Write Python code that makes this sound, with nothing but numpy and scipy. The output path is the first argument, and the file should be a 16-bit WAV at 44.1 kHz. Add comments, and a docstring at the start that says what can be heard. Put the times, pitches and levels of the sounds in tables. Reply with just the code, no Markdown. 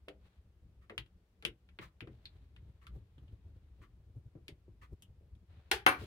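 """A sharp click over a soft bump comes first, then more clicks, bumps and rubbing.
Hands work a plastic pry tool inside an open laptop on a wooden desk, in a small quiet room.
Each blow is shaped noise with a tone and echoes; a clock ticks faintly five times across the room.
Near the end a tool is set down, tip then handle; each end knocks and rings, then it bounces and slides.
Under it all lies filtered noise: a swaying room rumble and a steady hiss."""
import sys
import numpy as np
from scipy import signal
from scipy.fft import rfft, irfft, next_fast_len
from scipy.io import wavfile
from scipy.ndimage import uniform_filter1d

SR = 44100
rng = np.random.default_rng(int(sys.argv[2]) if len(sys.argv) > 2 else 0)


def dump(signal):
    """Clip the signal to [-1, 1] and save it as 16-bit WAV at the path in sys.argv[1]."""
    limited = np.clip(np.atleast_2d(signal).T, -1, 1)
    pcm = np.round(limited * 32767).astype(np.int16)
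    wavfile.write(sys.argv[1], SR, pcm)


N = 267246  # length of the scene in samples
T = np.arange(SR // 3) / SR  # time within one blow, in seconds

# Clicks of tool and parts; the last row is the set-down tool's bright bounce.
# ring_db is how far the resonance stands out:
# [start_s, level_db, body_db, treble_db, resonance_hz, ring_db]
CLICKS = [(.0840, -52, 2, -21.5, 3030, 5.5), (0.897, -52, 8.5, -26.5, 2070, 6),
          (0.979, -40, -3, -20, 3080, 8), (1.061, -73.5, 4, -16, 3230, 10), (1.4244, -58, 0, -21, 1390, 1),
          (1.4507, -34, -6, -16, 2890, 9), (1.689, -69.5, -1, -25, 2670, 3),
          (1.7882, -49.5, -2, -33.5, 2240, 0), (2.0063, -50, -5, -29, 2510, 3),
          (2.0725, -63.5, 6.5, -27, 1340, -0.5), (2.255, -51, -14, -21.5, 4200, 19),
          (2.563, -65, 0, -23, 3020, 7), (2.868, -57, -9.5, -19, 1240, 18),
          (3.1805, -72.5, 12.5, -12, 3200, 15), (3.28, -76, 2, -19, 3000, 12),
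          (4.4813, -52, -15, -17.5, 4100, 1.5), (5.0223, -61, 6, 8, 3050, 19.5),
          (5.351, -81, -0.5, -6, 3330, 12), (5.8855, -42, -5, 2, 9900, 27)]
# A firm click is clean, a weak one is mostly rattle:
# the rattle of a middling click, and how much it falls for each dB of click level
MIDDLING_DB, RATTLE_DB, RATTLE_FALL = -51, -6, 0.49


def clicks(snap_s=0.00039, rattle_t60_s=0.037, ring_width=0.15, wet_db=-2.0,
           low_db=-14, low_mid_db=-7, top_db=-15.5):
    """Clicks of tool and parts, each coloured by a resonance; the last is the set-down tool's bounce."""
    out = np.zeros((2, N))
    for start_s, level_db, body_db, treble_db, resonance_hz, ring_db in CLICKS:
        shape = [(150, body_db + low_db), (750, body_db + low_mid_db), (1300, body_db), (2300, 0.96),
                 (3300, treble_db / 10), (4700, treble_db / 2), (6000, treble_db),
                 (11500, treble_db), (15500, treble_db + top_db)]

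        def tone_db(hz):
            """Broad tone plus a bell-shaped peak at the resonance."""
            distance = np.log((hz + 1) / resonance_hz) / ring_width
            return read(shape, hz) + ring_db * np.exp(-distance ** 2 / 2)

        rattle_db = RATTLE_DB - RATTLE_FALL * (level_db - MIDDLING_DB)
        dry_click = contact(snap_s, rattle_db, rattle_t60_s)
        click = in_room(dry_click, wet_db, size_factor=0.54, desk_db=1, desk_t60_s=0.019)
        add(out, start_s, level_db, colour(click, tone_db))
    return out


# Fingers and tool bump the chassis or desk: [start_s, level_db, deep_thump_db]
BUMPS = [(0.08, -48.5, -14.5), (0.901, -50, -10), (0.984, -47.5, 20), (1.427, -60.5, -2),
         (1.449, -44.5, 0.5), (1.793, -49, 7), (2.016, -46, 10), (2.072, -48.5, 10), (2.948, -57.5, 10.5),
         (3.178, -52.5, 18.5), (3.308, -58.5, 20), (3.808, -54, 14.5), (4.352, -50, 7), (4.488, -49.5, 9.5),
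         (4.678, -53, 12), (5.209, -69.5, -10), (5.720, -47, -14), (5.868, -37.5, -1.5), (6.014, -46, 1)]
# The fleshier the bump, the deeper its thump and the lower its knock
KNOCK_HZ, KNOCK_OCTAVES_PER_DB, SETTLE_S = 376, 0.02, 0.13


def bumps(snap_s=0.0021):
    """Soft blows: the chassis knocks around one low resonance and the desk thumps under it."""
    out = np.zeros((2, N))
    for start_s, level_db, thump_db in BUMPS:
        pitch_hz = KNOCK_HZ * 2 ** (-KNOCK_OCTAVES_PER_DB * thump_db)
        shape = [(30, thump_db - 22.0), (110, thump_db),
                 (0.65 * pitch_hz, -6), (pitch_hz, 0), (1.3 * pitch_hz, -4), (2.1 * pitch_hz, -22),
                 (4000, -52), (12000, -72)]
        bump = in_room(contact(snap_s, 5.5, SETTLE_S), wet_db=-2.5)
        add(out, start_s, level_db, colour(bump, lambda hz: read(shape, hz), order=15))
    return out


# The tool meets the desk, tip then handle; t60 is the time to fall 60 dB, levels are before the
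# small left-right offset: [start_s, level_db, rattle_db, rattle_t60_s, ringing_db]
LANDINGS = [(5.7133, -26, 2, 0.025, -12.5), (5.8634, -17.5, -9, 0.2, -3)]
# Tone of the tip's knock on the wood: [frequency_hz, level_db]
TIP_TONE = [(20, -41), (70, 2.5), (170, -36), (380, 7), (600, -19.5), (800, 7.5), (980, -7.5), (1300, 1),
            (2300, 1), (4500, -5.5), (7000, -16.5), (10800, -14.5), (13000, -21.5), (15500, -26)]
# Tone of the handle's knock on the wood: [frequency_hz, level_db]
HANDLE_TONE = [(20, -53), (80, -5.5), (160, -28.5), (300, -3.5), (540, -9), (640, -8.5), (780, -2.5),
               (1450, 2.5), (1900, -1), (2700, -4.5), (4600, -19.5), (8000, -28.5), (10200, -21.5),
               (15500, -32)]
# What the tip rings with on the desk: [pitch_hz, relative_level_db, t60_s]
TIP_MODES = [(388, -4, .2), (818, 0, .2), (1933, -1, .15), (2417, 0, .15), (2772, -3, .15), (3262, 0, .1),
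             (4334, -8, .11)]
# What the handle rings with on the desk: [pitch_hz, relative_level_db, t60_s]
HANDLE_MODES = [(318, -12, .25), (552, -5, .17), (756, 1, .18), (1070, -7, .15), (1182, -5, .17),
                (1320, -4, .17), (1360, -3, .17), (1461, -2, .16), (1520, -2, .16), (1616, -5, .16),
                (1730, -2, .17), (2128, -3, .15), (2390, -6, .13), (2688, -2, .14), (3034, -11, .15),
                (6304, -18, .11), (9948, -14, .11)]


def landings(snap_s=0.001, lead_s=0.00031, left_db=0.5):
    """Each end of the tool chatters on the wood and rings with its modes, off to the left."""
    out = np.zeros((2, N))
    port_time = np.array([T, T - lead_s])  # the right port hears the ringing later
    ends = zip(LANDINGS, (TIP_TONE, HANDLE_TONE), (TIP_MODES, HANDLE_MODES))
    for (start_s, level_db, rattle_db, rattle_t60_s, ringing_db), shape, modes in ends:
        chatter = in_room(contact(snap_s, rattle_db, rattle_t60_s), wet_db=3.5, lead_s=lead_s)
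        knock = colour(chatter, lambda hz: read(shape, hz))
        ring = np.zeros((2, len(T)))
        for pitch_hz, mode_db, t60_s in modes:
            turns = pitch_hz * port_time + rng.random()  # random starting phase
            ring += amp(mode_db) * dying(t60_s) * np.sin(2 * np.pi * turns)
        ring *= 1 - np.exp(-T / snap_s)  # soft start
        add(out, start_s, level_db, knock + amp(ringing_db) * unit(ring))
    return out * amp([[left_db], [-left_db]])


# Hands shift and rub over the parts; in the last row the tool slides or rolls brightly on the desk.
# Levels are before the jerks and the swell:
# [start_s, length_s, dull_rumble_db, rustle_db, rustle_treble_boost_db]
RUBS = [(0.18, 0.26, -70, -77, 1), (0.423, 0.65, -65, -100, -7), (1.785, 0.12, -60, -55.5, 3),
        (2.049, 0.51, -62, -79.5, 0.5), (2.489, 1.45, -61.5, -85.5, 0), (3.68, 1.8, -64, -100, -3),
        (5.45, 0.6, -65.5, -76.5, -9.5), (5.948, 0.22, -50, -59.5, 8)]
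# Tone of the dull rumble: [frequency_hz, level_db]
RUMBLE_TONE = [(30, -10.5), (70, 10), (125, 2), (200, -15.5), (350, -18), (700, -31), (2000, -57),
               (8000, -56.5)]
# Tone of the rustle, before the treble boost: [frequency_hz, level_db]
RUSTLE_TONE = [(100, -8.5), (600, 1.5), (1400, -1), (2300, -2.5), (4000, -4.5), (5500, -18), (15000, -26)]
RUB_RISE_S, RUB_FALL_S, RUSTLE_TREBLE_HZ = 0.094, 0.17, 5400


def rubs(lumpy_db=7.0, lumps_per_s=30, rustle_follows=0.42, grit_db=1.5, grit_per_s=250):
    """Hands rub the parts and at last the tool slides or rolls: jerky dull rumble and gritty rustle."""
    t = np.arange(N) / SR
    out = np.zeros((2, N))
    jerks_db = lumpy_db * wander(lumps_per_s)
    rumble = amp(jerks_db) * steady(RUMBLE_TONE)
    rustle_moves_db = rustle_follows * jerks_db + grit_db * wander(grit_per_s)
    rustle = amp(rustle_moves_db) * steady(RUSTLE_TONE)
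    high_pass = signal.butter(1, RUSTLE_TREBLE_HZ, "high", fs=SR, output="sos")
    treble = signal.sosfilt(high_pass, rustle)
    for start_s, length_s, rumble_db, rustle_db, treble_db in RUBS:
        end_s = start_s + length_s
        on = slice(round(start_s * SR), round(end_s * SR))
        rise = (t[on] - start_s) / RUB_RISE_S
        fall = (end_s - t[on]) / RUB_FALL_S
        motion = np.clip(np.minimum(rise, fall), 0, 1)
        rubbing = rustle[:, on] + (amp(treble_db) - 1) * treble[:, on]
        out[:, on] += motion * (amp(rumble_db) * rumble[:, on] + amp(rustle_db) * rubbing)
    return out


# Level of each clock tick in turn: [level_db]
TICKS_DB = [-71, -52, -66, -62.5, -58.5]
# Tone of the clock: [frequency_hz, level_db]
CLOCK_TONE = [(200, -23), (750, -21), (1150, 8), (1400, 0.5), (1600, -5.5), (1850, 1.5), (2600, -6.5),
              (5500, -21), (15000, -26.5)]
FIRST_TICK_S, TICK_PERIOD_S = 0.8142, 1


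def clock(swell_s=0.017, spread_s=0.018):
    """The escapement whirs briefly in its case, swelling and fading; distance smears each tick."""
    out = np.zeros((2, N))
    for k, level_db in enumerate(TICKS_DB):
        swell = np.exp(-((T - swell_s) / spread_s) ** 2 / 2)
        whir = rng.standard_normal(len(T)) * swell
        tick = colour(in_room(whir, wet_db=-7, size_factor=0.83), lambda hz: read(CLOCK_TONE, hz))
        add(out, FIRST_TICK_S + k * TICK_PERIOD_S, level_db, tick)
    return out


# Tone of the room's rumble and hiss: [frequency_hz, relative_level_db]
HUM_TONE = [(20, -29.5), (35, -19), (50, -2), (66, 0), (85, -7.5), (120, -17), (150, -30), (178, -13),
            (220, -26), (400, -27.5), (700, -36.5), (3300, -44.5), (6500, -52.5), (15500, -57)]
HUM_DB = -64.5  # overall level before the rumble sways


def background(sway_db=5.0, sways_per_s=30):
    """Room rumble that sways over steady hiss."""
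    room = amp(HUM_DB) * steady(HUM_TONE)
    low_pass = signal.butter(2, 300, fs=SR, output="sos")
    rumble = signal.sosfiltfilt(low_pass, room)
    sway = amp(sway_db * wander(sways_per_s))
    return room + (sway - 1) * rumble


def contact(snap_s, rattle_db, t60_s):
    """A crack that swells and fades within a few times snap_s, then a dense rattle of touching parts."""
    crack, rattle = rng.choice([-1., 1.], (2, len(T)))
    crack = unit(crack * T * np.exp(-T / snap_s))
    return crack + amp(rattle_db) * unit(rattle * dying(t60_s))


# How long the room's echo lasts, before size_factor scales it: [frequency_hz, t60_s]
ROOM = [(100, 0.44), (350, 0.25), (700, 0.23), (1500, 0.25), (3500, 0.2), (8000, 0.16), (15000, 0.18)]


def in_room(x, wet_db, lead_s=0.00018, size_factor=0.88, desk_db=5.0, desk_t60_s=0.02, gap_s=0.0016):
    """Direct sound, lead_s earlier at the left, quick scatter off desk and chassis, then the room's tail."""
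    hz, t, bands = signal.stft(diffuse(len(T)), SR, nperseg=256)
    fade = dying(size_factor * read(ROOM, hz)[:, None], t)  # each pitch range dies at its own rate
    tail = signal.istft(bands * fade, SR, nperseg=256)[1][:, :len(T)]
    tail = tail * (1 - np.exp(-T / gap_s))  # the tail builds up over gap_s
    scatter = diffuse(len(T), dying(desk_t60_s)) * (T < T[-1] / 2)
    echoes = amp(desk_db) * unit(scatter) + amp(wet_db) * unit(tail)
    later = np.pad(x, (round(lead_s * SR), 0))[:len(x)]
    return np.array([x, later]) + signal.fftconvolve(x[None], echoes, axes=1)[:, :len(T)]


# Left-right likeness of sound from all sides: [frequency_hz, likeness (1 = identical)]
LIKENESS = [(50, .995), (200, .98), (450, .92), (900, .35), (2000, 0), (15000, 0)]


def diffuse(count, envelope=1):
    """Noise from all directions: alike at both ports mainly in the bass."""
    a, b = rfft(rng.standard_normal((2, count)) * envelope)
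    same = np.clip(read(LIKENESS, np.fft.rfftfreq(count, 1 / SR)), -1, 1)
    return irfft(np.array([a, same * a + np.sqrt(1 - same ** 2) * b]), count)


def steady(shape):
    """Diffuse noise of rms 1 with the given spectrum."""
    size = next_fast_len(N, True)
    gain = amp(read(shape, np.fft.rfftfreq(size, 1 / SR)))
    noise = irfft(rfft(diffuse(size)) * gain, size)[:, :N]
    return np.sqrt(N) * unit(noise)


def wander(per_s):
    """Random curve: straight lines between per_s new values a second, drawn with spread 1."""
    return np.interp(np.arange(N) / SR * per_s, np.arange(N), rng.standard_normal(N))


def colour(x, db_at, size=4096, order=25):
    """Causal filter that gives the blow x the broad spectrum db_at(Hz) and keeps its fine detail."""
    power = np.mean(abs(np.fft.fft(x, size)) ** 2, 0)
    power = uniform_filter1d(power, order, mode="wrap")
    wanted = amp(db_at(abs(np.fft.fftfreq(size, 1 / SR))))
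    log_gain = np.log(wanted / np.sqrt(power))
    # minimum phase: the filter acts as early as it can
    response = np.exp(np.conj(signal.hilbert(log_gain)))
    taps = np.fft.ifft(response).real[:size // 2]
    return unit(signal.fftconvolve(x, taps[None], axes=1)[:, :len(T)])


def add(mix, start_s, level_db, sound):
    """Place a blow; level_db is its level when its energy is spread over 20 ms."""
    part = mix[:, max(round(start_s * SR), 0):][:, :sound.shape[1]]
    part += amp(level_db) * np.sqrt(SR / 50) * unit(sound)[:, :part.shape[1]]


def dying(t60_s, t=T):
    """Envelope that falls 60 dB in t60_s."""
    return np.exp(-np.log(1000) * t / np.maximum(t60_s, 1e-4))


def amp(db):
    """Decibels to gain."""
    return 10 ** (np.asarray(db) / 20)


def unit(x):
    """Scale to an average energy of 1 per channel."""
    return x / np.sqrt(np.mean(np.sum(x ** 2, -1)) + 1e-30)


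def read(points, hz):
    """Read a table on a log-frequency axis."""
    f, value = np.transpose(points)
    return np.interp(np.log(hz + 1), np.log(f + 1), value)


def scene():
    """All sources at the two microphone ports."""
    return clicks() + bumps() + landings() + rubs() + clock() + background()


# How much louder the left port is than the right: [frequency_hz, left_minus_right_db]
BALANCE_DB = [(100, 1.5), (800, 1.5), (1700, 0.3), (3400, 3), (6500, 3.5), (10000, 2.5), (15000, 5)]
EDGE_HZ = 15900  # upper limit of the sound


def record(dry):
    """The left port is brighter than the right; then a low-pass filter limits the band."""
    size = next_fast_len(N + 4096)
    tilt_db = read(BALANCE_DB, np.fft.rfftfreq(size, 1 / SR))
    gain = amp(np.array([tilt_db, -tilt_db]) / 2)  # half the difference on each side
    ports = irfft(rfft(dry, size) * gain, size)[:, :N]
    low_pass = signal.firwin(255, EDGE_HZ, window=("kaiser", 8), fs=SR)
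    return signal.oaconvolve(ports, low_pass[None], "same")


dry = scene()
out = record(dry)
dump(out)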